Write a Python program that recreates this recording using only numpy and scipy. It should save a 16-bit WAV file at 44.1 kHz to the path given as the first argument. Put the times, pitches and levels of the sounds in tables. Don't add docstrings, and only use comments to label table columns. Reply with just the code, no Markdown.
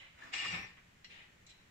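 import sys
import numpy as np
from scipy import signal
from scipy.fft import rfft, irfft
from scipy.io import wavfile
from scipy.ndimage import uniform_filter1d

SR = 44100
rng = np.random.default_rng(int(sys.argv[2]) if len(sys.argv) > 2 else 0)


def persist_wave(psi):
    counts = np.round(np.clip(psi, -1, 1) * 32767).astype(np.int16)
    wavfile.write(sys.argv[1], SR, np.atleast_2d(counts).T)


N = 74970
T, F = np.arange(N) / SR, np.arange(N // 2 + 1) * SR / N

# time in seconds, level in dB, slips per second, treble in dB.
PUSH_CURVE = [(0.318, -62, 230, 1), (0.336, -38, 230, 2.5), (.36, -46.5, 200, 10), (.425, -41, 190, 1.5),
              (0.457, -39, 180, 0), (0.496, -46.5, 190, 5), (0.539, -36, 150, -7), (0.563, -37.5, 120, -7),
              (0.594, -45.5, 145, -5.5), (0.643, -46, 145, -15), (.67, -61, 140, 3.5), (0.719, -69, 140, 3)]
# frequency in Hz, width in Hz, level in dB.
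TUBE_MODES = [(805, 30, -9), (1140, 80, -8), (1805, 22, 1), (1872, 35, 1), (2050, 25, -3), (2240, 25, -3),
              (2328, 30, -2), (2430, 90, 0), (2822, 30, -2), (3405, 35, -4), (3620, 35, -4), (4015, 60, -8),
              (4760, 100, -11.5), (5300, 70, -12), (5735, 50, -16)]
# frequency in Hz, level in dB.
FRAME_SPECTRUM = [(100, -27), (400, -14.5), (600, -15), (780, -8), (1450, -8.5), (1950, 0), (2600, 0.5),
                  (3100, -8.5), (5500, -12.5), (6500, -19.5), (7700, -11), (8400, -30.5), (14000, -65.5)]
def scrape():
    slip_decay_s, scatter_db, jitter, steady_grit = 0.00068, 0.2, .15, 0.25
    centre_share, frame_gain = 0.54, amp(-1)
    times_s, db, rate_hz, treble_db = np.array(PUSH_CURVE).T
    slip_hz = np.interp(T, times_s, rate_hz)
    slips = np.cumsum(slip_hz * np.exp(jitter * wander(150))) / SR
    slip_size = amp(scatter_db * rng.standard_normal(N))[slips.astype(int)]
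    since_slip_s = slips % 1 / slip_hz
    grit = np.sqrt(centre_share) * rng.standard_normal((2, 1, N))
    grit = grit + np.sqrt(1 - centre_share) * rng.standard_normal((2, 2, N))
    force = unit(grit * (slip_size * np.exp(-since_slip_s / slip_decay_s) + steady_grit))
    force = force * amp(np.interp(T, times_s, db, left=-120, right=-120))
    tube_force, frame_force = shelf(force, np.interp(T, times_s, treble_db), hz=3160)
    tube = np.array([ring(TUBE_MODES), ring(TUBE_MODES)])
    frame = energy(colour(signal.unit_impulse(N), FRAME_SPECTRUM))
    return (conv(tube_force, tube) + frame_gain * conv(frame_force, frame)) / np.hypot(1, frame_gain)


# start in seconds, length in seconds, pitch in Hz, level in dB, waver as a share.
SQUEAL_EVENTS = [(.333, .015, 2841, -43.5, .006), (.374, .007, 2835, -45, .004),
                 (.385, .025, 2838, -41, .003), (.425, .086, 2820, -45.5, .003),
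                 (.511, .02, 5738, -57, .003), (.572, .087, 5735, -67, .003), (.45, .012, 1090, -44, .04),
                 (.448, .02, 1850, -46, .02), (.22, .008, 1720, -48, .05), (.231, .024, 1730, -56, .05)]
def squeals():
    attack_s, release_s, flutter_db = 0.0048, 0.0014, 1.7
    out = 0
    for start_s, length_s, hz, db, waver in SQUEAL_EVENTS:
        t = T - start_s
        envelope = np.clip(t / attack_s, 0, 1) * np.exp(-np.maximum(t - length_s, 0) / release_s)
        tone = np.sqrt(2) * wavering_tone(hz, waver, rate_hz=242)
        out = out + amp(db + flutter_db * wander(160)) * envelope * tone
    return out


# time in seconds, level in dB.
SHUDDER_CURVE = [(.15, -90), (.24, -73), (.37, -73), (.46, -55), (.52, -58), (0.543, -52), (.58, -54.5),
                 (.625, -55), (.68, -69.5), (.8, -73.5)]
# frequency in Hz, level in dB.
SHUDDER_SPECTRUM = [(30, -20.5), (65, -8), (125, -4.5), (145, -13.5), (175, 1), (215, -11), (340, -14.5),
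                    (550, -18.5), (1200, -44)]
def shudder():
    seat_s, boom_hz, boom_db, rise_s = .518, 176.3, -46.5, 0.0207
    times_s, db = np.array(SHUDDER_CURVE).T
    rumble = unit(diffuse_noise(SHUDDER_SPECTRUM)) * amp(np.interp(T, times_s, db))
    t = T - seat_s
    envelope = np.clip(t / rise_s, 0, 1) * fade(t - rise_s, t60_s=0.13)
    return rumble + amp(boom_db) * envelope * np.sin(2 * np.pi * boom_hz * t)


# time in seconds, level in dB.
SCUFF_CURVE = [(0.149, -75), (.195, -62), (0.242, -58), (.32, -63), (.37, -56.5), (.5, -70)]
# frequency in Hz, level in dB.
SCUFF_SPECTRUM = [(100, -42), (220, 0), (320, 4.5), (560, -11), (800, 0), (1150, -1.5), (1500, 2),
                  (3000, -10.5), (7500, -15), (9000, -29)]
def scuff():
    times_s, db = np.array(SCUFF_CURVE).T
    drag = grainy_noise(SCUFF_SPECTRUM, grain_db=2.7, rate_hz=200)
    envelope = amp(np.interp(T, times_s, db, left=-120, right=-120))
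    return room(drag * envelope, wet_db=3.5, pan_db=2)


# start, rise, hold and T60 in seconds, then level, treble and pan in dB.
RUB_EVENTS = [(-.03, 0.014, 0.012, 0.53, -53, 4, -1.5), (0.136, 0.072, 0.077, 0.1, -54, -15, -0.5),
              (0.767, 0.0046, 0.0048, 0.095, -52, -26, -0.5), (1.091, 0.012, 0.11, 0.32, -56.5, 5, 2.5),
              (1.486, 0.0028, 0.0031, 0.17, -68.5, 13.5, -4), (1.545, 0.038, 0.043, .6, -73, -8, 3)]
# frequency in Hz, level in dB.
RUB_SPECTRUM = [(200, -15.5), (600, -10.5), (1250, -10.5), (1750, 0.5), (2500, 2.5), (3300, -1.5),
                (4050, -8), (4400, -16.5), (7500, -24), (8500, -30), (14000, -47)]
def rubs():
    dulling_db_per_s = 67
    out = 0
    for start_s, rise_s, hold_s, t60_s, db, treble_db, pan_db in RUB_EVENTS:
        t = T - start_s
        grains = grainy_noise(RUB_SPECTRUM, grain_db=1, rate_hz=330)
        envelope = np.clip(t / rise_s, 0, 1) * fade(t - rise_s - hold_s, t60_s)
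        swish = shelf(grains, treble_db - dulling_db_per_s * np.maximum(t, 0), hz=2480)
        out = out + room(swish * envelope * amp(db), wet_db=3.5, pan_db=pan_db)
    return out


# start in seconds, then body, tick, thin ring and treble in dB.
CLICK_EVENTS = [(1.0443, -47, -43, -77, -12), (1.4657, -81, -58.5, -55.5, 15), (1.493, -68, -62, -61.5, 13),
                (1.504, -78, -60, -53, 12.5)]
# frequency in Hz, width in Hz, level in dB.
FITTING_MODES = [(2008, 40, 2), (2821, 45, -2), (3208, 45, -1), (4130, 60, 1.5), (5529, 38, 1),
                 (6820, 70, -13), (7380, 90, -14)]
# frequency in Hz, level in dB.
TICK_SPECTRUM = [(300, -16), (1300, -12), (2200, 10), (5000, 0.5), (7700, 1), (8700, -26), (14000, -45)]
def clicks():
    attack = np.minimum(T / 0.00065, 1)
    thin_ring = wavering_tone(hz=3975, waver=.022, rate_hz=400) * fade(T, t60_s=.05)
    out = 0
    for start_s, body_db, tick_db, ring_db, treble_db in CLICK_EVENTS:
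        body = ring(FITTING_MODES)
        body = body / np.sqrt(np.mean(body[T < .005] ** 2))
        tick = unit(colour(rng.standard_normal(N), TICK_SPECTRUM)) * fade(T, t60_s=0.024)
        hit = (amp(body_db) * body + amp(tick_db) * tick + amp(ring_db) * thin_ring) * attack
        placed = np.pad(hit, (int(start_s * SR), 0))[:N]
        out = out + shelf(placed, treble_db, hz=5500)
    return room(out, wet_db=3, pan_db=2.5)


# frequency in Hz, T60 in seconds.
ROOM_DECAY = [(200, 0.28), (1000, 0.5), (2500, 0.5), (5000, 0.47), (10000, 0.1)]
def room(x, wet_db, pan_db):
    delay_s = np.array([[0.0005714], [0]])
    hz, t60_s = np.array(ROOM_DECAY).T
    noise, tail = rfft(rng.standard_normal((2, N))), 0
    edges_hz = np.geomspace(100, SR / 2, 9)
    for lo, hi in zip(edges_hz, edges_hz[1:]):
        band = irfft(noise * ((F >= lo) & (F < hi)), N)
        tail = tail + band * fade(T, np.interp(np.sqrt(lo * hi), hz, t60_s))
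    early_boost = 1 + 2.2 * fade(T, t60_s=0.08)
    tail = energy(tail * np.minimum(T / 0.00097, 1) * early_boost)
    direct = irfft(rfft(x) * np.exp(-2j * np.pi * F * delay_s), N)
    return pan((direct + amp(wet_db) * conv(x, tail)) / np.hypot(1, amp(wet_db)), pan_db)


# frequency in Hz, level in dB.
RUMBLE_SPECTRUM = [(20, -1), (45, -6), (70, 2.5), (125, -1), (200, -4.5), (330, -13), (600, -17.5),
                   (1400, -15), (1900, -11), (3000, -17), (5000, -25.5), (7500, -24), (8600, -34.5),
                   (15000, -37.5)]
def room_rumble():
    return amp(-65) * unit(diffuse_noise(RUMBLE_SPECTRUM))


def diffuse_noise(spectrum):
    wide_hz = 392
    mid, side = rng.standard_normal((2, N))
    side = irfft(rfft(side) * np.clip((F / wide_hz) ** 2, .14, 1), N)
    return colour(np.array([mid + side, mid - side]), spectrum)


def grainy_noise(spectrum, grain_db, rate_hz):
    return unit(colour(rng.standard_normal(N) * amp(grain_db * wander(rate_hz)), spectrum))


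def wavering_tone(hz, waver, rate_hz):
    return np.sin(2 * np.pi * np.cumsum(hz * (1 + waver * wander(rate_hz))) / SR)


def ring(modes):
    tones = sum(amp(db) * width_hz * np.exp(-np.pi * width_hz * T)
                * np.sin(2 * np.pi * (hz * T + rng.random())) for hz, width_hz, db in modes)
    return energy(tones * np.minimum(T / 0.00026, 1))


def wander(rate_hz):
    span = int(SR / rate_hz)
    return unit(uniform_filter1d(uniform_filter1d(rng.standard_normal(N), span), span))


def colour(x, spectrum):
    hz, db = np.array(spectrum).T
    gain = amp(np.interp(np.log(F + 1), np.log(hz), db))
    cepstrum = irfft(np.log(gain), N)
    cepstrum[1:N // 2] *= 2
    cepstrum[N // 2:] = 0
    return conv(x, irfft(np.exp(rfft(cepstrum)), N))


def shelf(x, db, hz):
    low = signal.sosfiltfilt(signal.butter(2, hz, fs=SR, output="sos"), x)
    return low + (x - low) * amp(db)


def conv(x, response):
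    return irfft(rfft(x, 2 * N) * rfft(response, 2 * N))[..., :N]


def fade(t, t60_s):
    return np.exp(-np.log(1000) * np.maximum(t, 0) / t60_s)


def pan(x, db):
    return x * amp([[db / 2], [-db / 2]])


def amp(db):
    return 10 ** (np.asarray(db) / 20)


def unit(x):
    return x / np.sqrt(np.mean(x ** 2))


def energy(x):
    return x / np.sqrt(np.sum(x ** 2, axis=-1, keepdims=True))


def scene():
    squeal = squeals()
    push = room(scrape(), wet_db=-2, pan_db=2.5) + pan(squeal, db=1.5)
    squeal_reverb = amp(-6.5) * room(squeal, wet_db=7, pan_db=9)
    return push + squeal_reverb + scuff() + shudder() + rubs() + clicks() + room_rumble()


def record(dry):
    cutoff_hz = 15650
    return signal.sosfilt(signal.ellip(10, .2, 70, cutoff_hz, fs=SR, output="sos"), dry)


dry = scene()
out = record(dry)
persist_wave(out)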